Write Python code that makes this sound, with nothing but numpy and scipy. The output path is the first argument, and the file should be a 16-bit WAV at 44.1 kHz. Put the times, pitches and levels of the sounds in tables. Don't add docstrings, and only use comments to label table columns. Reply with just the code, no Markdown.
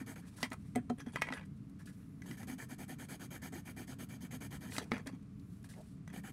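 import sys
import numpy as np
from scipy import signal
from scipy.fft import rfft, irfft, next_fast_len
from scipy.io import wavfile

SR = 44100
rng = np.random.default_rng(int(sys.argv[2]) if len(sys.argv) > 2 else 0)


def wav_record(signal):
    frames = np.transpose(np.atleast_2d(signal))
    bounded = np.clip(frames, -1, 1)
    quanta = np.round(bounded * 32767).astype(np.int16)
    wavfile.write(sys.argv[1], SR, quanta)


def convert_level_to_amplitude(level_db):
    exponent = np.asarray(level_db, float) / 20
    return 10 ** exponent


N = 278922

# (frequency [Hz], density [dB per Hz])
RUMBLE = [(15, -62), (25, -51), (40, -16), (53, -12), (108, -3.5), (195, -1.5), (217, -4.5), (238, -11.5),
          (282, -5), (324, -23), (448, -25), (477, -30.5), (565, -38.5), (659, -32.5), (1000, -59),
          (1300, -100), (2200, -120)]
# (frequency [Hz], density [dB per Hz])
ROOM_HISS = [(470, -46.5), (800, -7.5), (1190, -0.5), (1660, -7), (2290, -8), (3140, -13.5), (7360, -18),
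             (9100, -22.5), (13900, -28.5), (16000, -54)]
# (frequency [Hz], density [dB per Hz])
SKIN = [(1530, -58.5), (2600, -4), (4460, 0.5), (5230, -2), (5690, 1.5), (6190, -3.5), (9120, 2),
        (16000, -15)]
# (start [s], length [s], hiss [dB], body over hiss [dB])
SLIDES = [(0.21, 0.082, -75.5, 8), (0.26, 0.047, -67.5, -3), (0.295, 0.098, -73.5, 5),
          (0.36, 0.11, -57.5, 0), (0.51, 0.037, -62.5, 14.5), (0.56, 0.21, -76, -2), (1.45, 0.014, -72, -1),
          (1.56, 0.022, -76, -16), (1.785, 0.051, -69, 5.5), (1.94, 0.13, -82, 8.5),
          (2.225, 0.037, -72, 10), (4.7, 0.11, -50.5, -2.5), (5.222, 0.013, -77.5, 8)]
# (start [s], length [s], hiss [dB], body over hiss [dB])
GRABS = [
    (1.857, 0.1, -67, 1),
    (4.82, 0.034, -64, -7),
    (4.84, 0.18, -79, 10),
    (5.5, 0.16, -79, -20),
    (5.64, 0.042, -66.5, 1),
    (5.688, 0.077, -64, 3),
    (5.76, 0.25, -72.5, -3),
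]
# (start [s], length [s], scrape [dB], body over scrape [dB])
ROLLS = [(0.43, 0.044, -59, 14), (0.75, 0.056, -75, 21), (0.895, 0.026, -65, 14), (0.98, 0.052, -59, 6.2),
         (1.06, 0.058, -65, 7.3), (1.12, 0.11, -62.5, 3.4), (1.22, 0.11, -66, 15),
         (1.315, 0.1, -67.5, 16.6), (1.37, 0.086, -78.5, 21), (4.79, 0.064, -60, 9),
         (4.912, 0.12, -63.5, 16.4), (5.06, 0.051, -58.5, 9.5), (5.11, 0.075, -76.5, 13),
         (6.082, 0.086, -72.5, 9.9)]
# (frequency [Hz], width [Hz], level [dB])
RATTLE = [(429, 120, 6), (1050, 320, 3), (1670, 305, 7), (1980, 570, 2), (2470, 260, 1.5)]
# (frequency [Hz], width [Hz], level [dB])
SCRAPE = [(3290, 240, 4), (4540, 390, 1), (5980, 790, 0), (6950, 1200, -3), (9500, 2500, -3)]
# (start [s], length [s], level [dB], place of top speed [0-1])
SLEEVE = [
    (5.745, .1, -57, .42),
]
# (time [s], peak [dB], pitch [Hz], t60 [s])
LANDINGS = [(.013, -34, 252, 0.061), (.428, -32.5, 251, .1), (.515, -33, 242, 0.046),
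            (0.601, -42.5, 194, 0.094), (.758, -27.5, 245.3, 0.26), (.9, -28, 241, 0.21),
            (1.07, -30.5, 238, 0.065), (1.305, -37, 260, 0.18), (4.78, -36.5, 264, 0.089),
            (4.918, -26.5, 222, 0.094), (4.935, -31.5, 242, 0.078), (4.965, -36, 203, .1),
            (5.067, -40.5, 269, 0.16), (5.133, -38, 257, 0.088)]
NUDGES = [2.311, 2.432, 2.534, 3.8, 3.89, 4.232]
# (frequency [Hz], level [dB], t60 [share of the boom's])
BARE_DESK = [(360, -3.5, 0.41), (423, 2, 0.29), (560, -4, 0.3), (722, 1.5, 0.36), (880, -15, .15)]
# (frequency [Hz], level [dB], t60 [share of the boom's])
UNDER_SHEET = [(340, -1, 0.43), (434, -1.5, 0.44), (550, -8, 0.27), (850, -9, .15), (1270, -3, .12)]
# (frequency [Hz], level [dB], t60 [s])
BARREL = [(1040, -1, 0.029), (1318, 4, 0.013), (1670, 3.5, 0.016), (1970, 0.5, 0.049), (2184, 1.5, 0.024),
          (2460, -10, 0.093), (3210, -12.5, 0.12)]
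# (time [s], barrel peak [dB], tick peak [dB], loudest barrel pitch [Hz], tick pitch [Hz])
BLOWS = [(0.3845, -43, -53, 945, 6800), (0.4287, -22, -25.5, 1670, 4820), (0.5177, -34, -49, 1280, 4200),
         (0.5302, -48, -44, 1670, 9500), (0.7572, -32, -33, 1980, 8600), (0.8992, -34.5, -48, 1020, 4170),
         (1.0036, -43.5, -49, 1780, 4950), (1.1584, -24.5, -42, 1750, 6460), (1.2134, -40, -46, 2130, 5300),
         (1.2189, -19, -31.5, 1980, 5500), (1.3234, -29.5, -42.5, 2130, 3540),
         (1.3356, -34.5, -41, 1900, 3450), (4.7208, -36.5, -56, 1870, 8820),
         (4.7641, -33.5, -43, 2190, 5740), (4.7814, -25.5, -27, 1480, 4170), (4.9171, -22, -42, 1430, 2920),
         (5.0700, -41, -39.5, 1300, 4730), (5.0715, -58, -43, 2220, 7960)]
# (time [s], barrel peak [dB], barrel pitch [Hz])
TAPS = [(0.405, -46, 902), (0.752, -43, 890), (1.0624, -51, 985), (1.0835, -61, 1960), (2.219, -44.5, 1780),
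        (2.3108, -42, 1820), (2.4307, -43, 1050), (4.802, -54, 1310), (4.9107, -49, 2480),
        (4.935, -45, 1150), (4.9804, -43, 1780), (5.6434, -49, 1560), (6.0762, -45, 1600),
        (6.1008, -53, 1270)]
# (time [s], barrel peak [dB], barrel pitch [Hz])
FACETS = [(0.1611, -45.5, 2280), (0.4604, -46, 1240), (1.1681, -32, 1040), (1.1844, -44, 2450),
          (1.2378, -42, 1960), (1.269, -39, 1980), (1.2865, -30, 1920), (1.3024, -37, 996),
          (1.3454, -46, 1670), (1.3602, -49, 1130), (1.377, -43, 1950), (1.3966, -51, 1160),
          (1.411, -45.5, 1670), (1.4308, -54, 2080), (2.2585, -50, 926), (4.966, -35, 1290),
          (5.135, -60, 1020)]
# (time [s], tick peak [dB], tick pitch [Hz])
NAIL_TICKS = [(0.502, -51, 6730), (1.696, -60, 8300), (4.8404, -53, 5930), (5.396, -60.5, 4400),
              (5.628, -59, 10400)]
# (start [s], length [s], hiss [dB])
STROKES = [(0.061, 0.085, -59), (2.257, 0.11, -60.5), (2.368, 0.084, -61), (2.47, 0.082, -55.5),
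           (2.579, 0.077, -56.5), (2.687, 0.065, -57.5), (2.781, 0.073, -57.5), (2.879, 0.072, -57.5),
           (2.984, 0.077, -57.5), (3.084, 0.083, -55), (3.195, 0.074, -56.5), (3.304, 0.08, -56),
           (3.417, 0.076, -56), (3.521, 0.092, -57.5), (3.651, 0.074, -58), (3.762, 0.09, -58),
           (3.871, 0.077, -58), (3.985, 0.068, -56.5), (4.087, 0.09, -61), (4.206, 0.07, -60),
           (4.307, 0.069, -55), (4.404, 0.073, -56.5), (4.506, 0.075, -57), (4.606, 0.12, -61),
           (6.127, 0.081, -59), (6.233, 0.081, -60)]
# (start [s], length [s], hiss [dB], body over hiss [dB])
FLICKS = [
    (0, 0.036, -61.5, 9.5),
    (0.157, 0.06, -63, 6.5),
]
# (time [s], body over hiss [dB])
PRESSURE = [
    (0.1, 5.5),
    (2.3, 1.5),
    (2.4, 3.5),
    (3.1, 3.3),
    (3.6, 4),
    (4.15, 1),
    (4.5, 5),
    (6.2, 6.5),
]
# (start [s], length [s], level [dB], place of top speed [0-1])
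RESTING_LEAD = [
    (2.24, 2.47, -79, 0.3),
]
# (frequency [Hz], width [Hz], level [dB])
TIP = [(3095, 273, 0.5), (4665, 590, -4), (6500, 370, 0.5), (7860, 510, -2.5), (9280, 770, -2),
       (10160, 610, -3), (11400, 1060, -2.5), (13800, 2800, -9), (14700, 780, -6)]
# (frequency [Hz], width [Hz], level [dB])
HELD_PENCIL = [(403, 198, -1.5), (778, 81, 1.5), (945, 123, -2), (1460, 290, -3), (1780, 180, 1),
               (2338, 140, -1)]
# (frequency [Hz], width [Hz], level [dB])
BOARD = [(140, 36, -2.5), (255, 51, -0.5), (344, 61, -5)]

ON_SHEET_S = 4.6


def level(x, db):
    return x * convert_level_to_amplitude(db) / np.sqrt(np.mean(x ** 2))


def peak_at(x, db):
    return convert_level_to_amplitude(db) * x / np.abs(x).max()


def coloured(x, points):
    hz, db = np.transpose(points)
    size = next_fast_len(N)
    f = np.maximum(np.arange(size // 2 + 1) * SR / size, 1)
    gain = convert_level_to_amplitude(np.interp(np.log(f), np.log(hz), db, left=-80, right=-80))
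    return irfft(rfft(x, size) * gain, size)[:N]


def walk(rate):
    steps = rng.standard_normal(int(N / SR * rate) + 2)
    return 1.2 * np.interp(np.arange(N) * rate / SR, np.arange(len(steps)), steps)


def resonate(x, peaks, flicker_db=0., rate=40):
    out = 0
    for k, (hz, width, db) in enumerate(peaks):
        gain = (-1) ** k * convert_level_to_amplitude(db + flicker_db * walk(rate))
        out = out + gain * signal.lfilter(*signal.iirpeak(hz, hz / width, fs=SR), x)
    return level(out, 0)


def ring(modes, t):
    return sum(convert_level_to_amplitude(db) * np.sin(2 * np.pi * hz * t) * np.exp(-np.log(1000) * t / t60)
               for hz, db, t60 in modes)


def grit(per_s, scatter_db):
    hit = rng.random(N) < per_s / SR
    size = convert_level_to_amplitude(scatter_db * np.minimum(rng.exponential(size=N), 3))
    return hit * np.clip(rng.standard_normal(N), -2.5, 2.5) * size


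def swell(rows, blunt):
    out = np.zeros(N + SR)
    for start, length, db, peak in rows:
        u = np.linspace(0, 1, int(length * SR))
        bend = np.log(.5) / np.log(peak)
        i = int(start * SR)
        out[i:i + len(u)] += convert_level_to_amplitude(db) * np.abs(np.sin(np.pi * u ** bend)) ** blunt
    return out[:N]


def peaked(rows, peak):
    return [(*row, peak) for row in rows]


def rub(rows, low, high, blunt, body_blunt):
    hiss = swell([(s, n, db, peak) for s, n, db, _, peak in rows], blunt)
    body = swell([(s, n, db + body_db, peak) for s, n, db, body_db, peak in rows], body_blunt)
    return hiss * high + body * low


def background():
    rumble = level(coloured(rng.standard_normal(N), RUMBLE), -50) * convert_level_to_amplitude(0.84 * walk(rate=4.7))
    hiss = level(coloured(rng.standard_normal(N), ROOM_HISS), -75.5) * convert_level_to_amplitude(0.25 * walk(rate=5.0))
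    treble = [(8600, 1100, -5.5), (10200, 5200, -8), (12800, 1800, -14)]
    stir = resonate(rng.standard_normal(N), treble, flicker_db=4.0, rate=7.6)
    return rumble + hiss + level(stir, -85.5)


def sleeve():
    cloth = resonate(rng.standard_normal(N), [(600, 120, 0), (950, 60, -5), (420, 90, 0)])
    return swell(SLEEVE, blunt=1.6) * resonate(cloth, [(650, 700, 0)])


def handling():
    skin = level(coloured(grit(per_s=15000, scatter_db=0.5), SKIN), 0) * convert_level_to_amplitude(2.3 * walk(rate=70))
    bumps = grit(per_s=4000, scatter_db=1.1) * convert_level_to_amplitude(1.6 * walk(rate=200))
    rattle = resonate(bumps, RATTLE, flicker_db=4.0, rate=50)
    scrape = resonate(resonate(bumps, SCRAPE), SCRAPE, flicker_db=5.0, rate=40)
    finger_rows = peaked(SLIDES, 0.54) + peaked(GRABS, 0.13)
    fingers = rub(finger_rows, rattle, skin, blunt=0.67, body_blunt=0.91)
    rolling = rub(peaked(ROLLS, 0.25), rattle, scrape, blunt=1.0, body_blunt=1.0)
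    return fingers + rolling


def thuds():
    out, t = np.zeros(N + SR), np.arange(SR // 4) / SR
    onset, choke = 1 - np.exp(-t / 0.0011), np.exp(-(t / .05) ** 3)
    nudges = [(s, -39.5, 252, 0.076) for s in NUDGES]
    full_db, upper_per_db = -26, 2.7
    for s, db, hz, t60 in LANDINGS + nudges:
        modes = UNDER_SHEET if s > ON_SHEET_S else BARE_DESK
        upper = ring([(f, g, share * t60) for f, g, share in modes], t)
        boom = ring([(hz, 0, t60)], t) + convert_level_to_amplitude(upper_per_db * (db - full_db)) * upper
        i = int(s * SR)
        out[i:i + len(t)] += convert_level_to_amplitude(db) * boom * onset * choke
    return out[:N]


def contacts():
    taps = [(s, db, db - 6.5, hz, 6050) for s, db, hz in TAPS]
    facets = [(s, db, db - 23, hz, 4000) for s, db, hz in FACETS]
    nails = [(s, db - 10, db, 1100, hz) for s, db, hz in NAIL_TICKS]
    return BLOWS + taps + facets + nails


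def barrel_ring(hz, freedom, noise, t):
    modes = []
    for f, db, t60 in BARREL:
        detune, uneven = rng.standard_normal(2)
        off_pitch_db = 12 * abs(np.log2(f / hz))
        modes.append((f * (1 + 0.013 * detune), db + 1.4 * uneven - off_pitch_db, t60 * freedom))
    return signal.fftconvolve(ring(modes, t), noise * t * np.exp(-t / 0.0013))[:len(t)]


def contact_tick(hz, noise, t):
    decay = np.exp(-t / 0.0033) + convert_level_to_amplitude(-14) * np.exp(-t / 0.0037)
    snap = noise * (1 - np.exp(-t / 0.00053)) * decay
    tick = 0.78 * snap + 1.37 * signal.lfilter(*signal.iirpeak(hz, 9.5, fs=SR), snap)
    band = signal.butter(2, [2800, min(2 * hz, 13000)], "bandpass", fs=SR, output="sos")
    return signal.sosfilt(band, tick)


def knocks():
    out, t = np.zeros(N + SR), np.arange(SR // 8) / SR
    for s, db, tick_db, hz, tick_hz in contacts():
        freedom = 0.46 if s > ON_SHEET_S else 0.98
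        chatter, snap = rng.standard_normal((2, len(t)))
        barrel = barrel_ring(hz, freedom, chatter, t)
        tick = contact_tick(tick_hz, snap, t)
        i = int(s * SR)
        out[i:i + len(t)] += peak_at(barrel, db) + peak_at(tick, tick_db)
    return out[:N]


def strokes():
    s, db = np.transpose(PRESSURE)
    return [(t, n, hiss_db, np.interp(t, s, db), 0.48 - 3 * (n - 0.058)) for t, n, hiss_db in STROKES]


def shading():
    tip = resonate(grit(per_s=13000, scatter_db=0.8), TIP, flicker_db=1.5, rate=45)
    slips = grit(per_s=4000, scatter_db=1.33)
    body = resonate(slips, HELD_PENCIL, flicker_db=2.5, rate=60)
    board = resonate(resonate(slips, BOARD), BOARD, flicker_db=4.0, rate=30)
    rows = strokes() + peaked(FLICKS, 0.14)
    rubbed = rub(rows, body, tip, blunt=.5, body_blunt=.8)
    board_db = 7
    hum = swell([(s, n, db + board_db, peak) for s, n, db, _, peak in rows], blunt=0.73) * board
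    return rubbed + hum + swell(RESTING_LEAD, blunt=0.2) * body


def room(x, t60_s, wet_db):
    t = np.arange(SR // 3) / SR
    tail = rng.standard_normal(len(t)) * np.exp(-np.log(1000) * t / t60_s)
    tail = level(tail, 0) / np.sqrt(len(t))
    return x + convert_level_to_amplitude(wet_db) * signal.fftconvolve(x, tail)[:N]


def scene():
    desk = sleeve() + handling() + thuds() + knocks() + shading()
    return (room(desk, t60_s=0.12, wet_db=-10.5) + background())[None]


def top_cut(x):
    return signal.sosfilt(signal.butter(12, 16380, fs=SR, output="sos"), x)


def record(dry):
    low_pass = signal.ellip(10, .2, 60, 15750, fs=SR, output="sos")
    mix = signal.sosfilt(low_pass, dry)
    return top_cut(mix)


dry = scene()
out = record(dry)
wav_record(out)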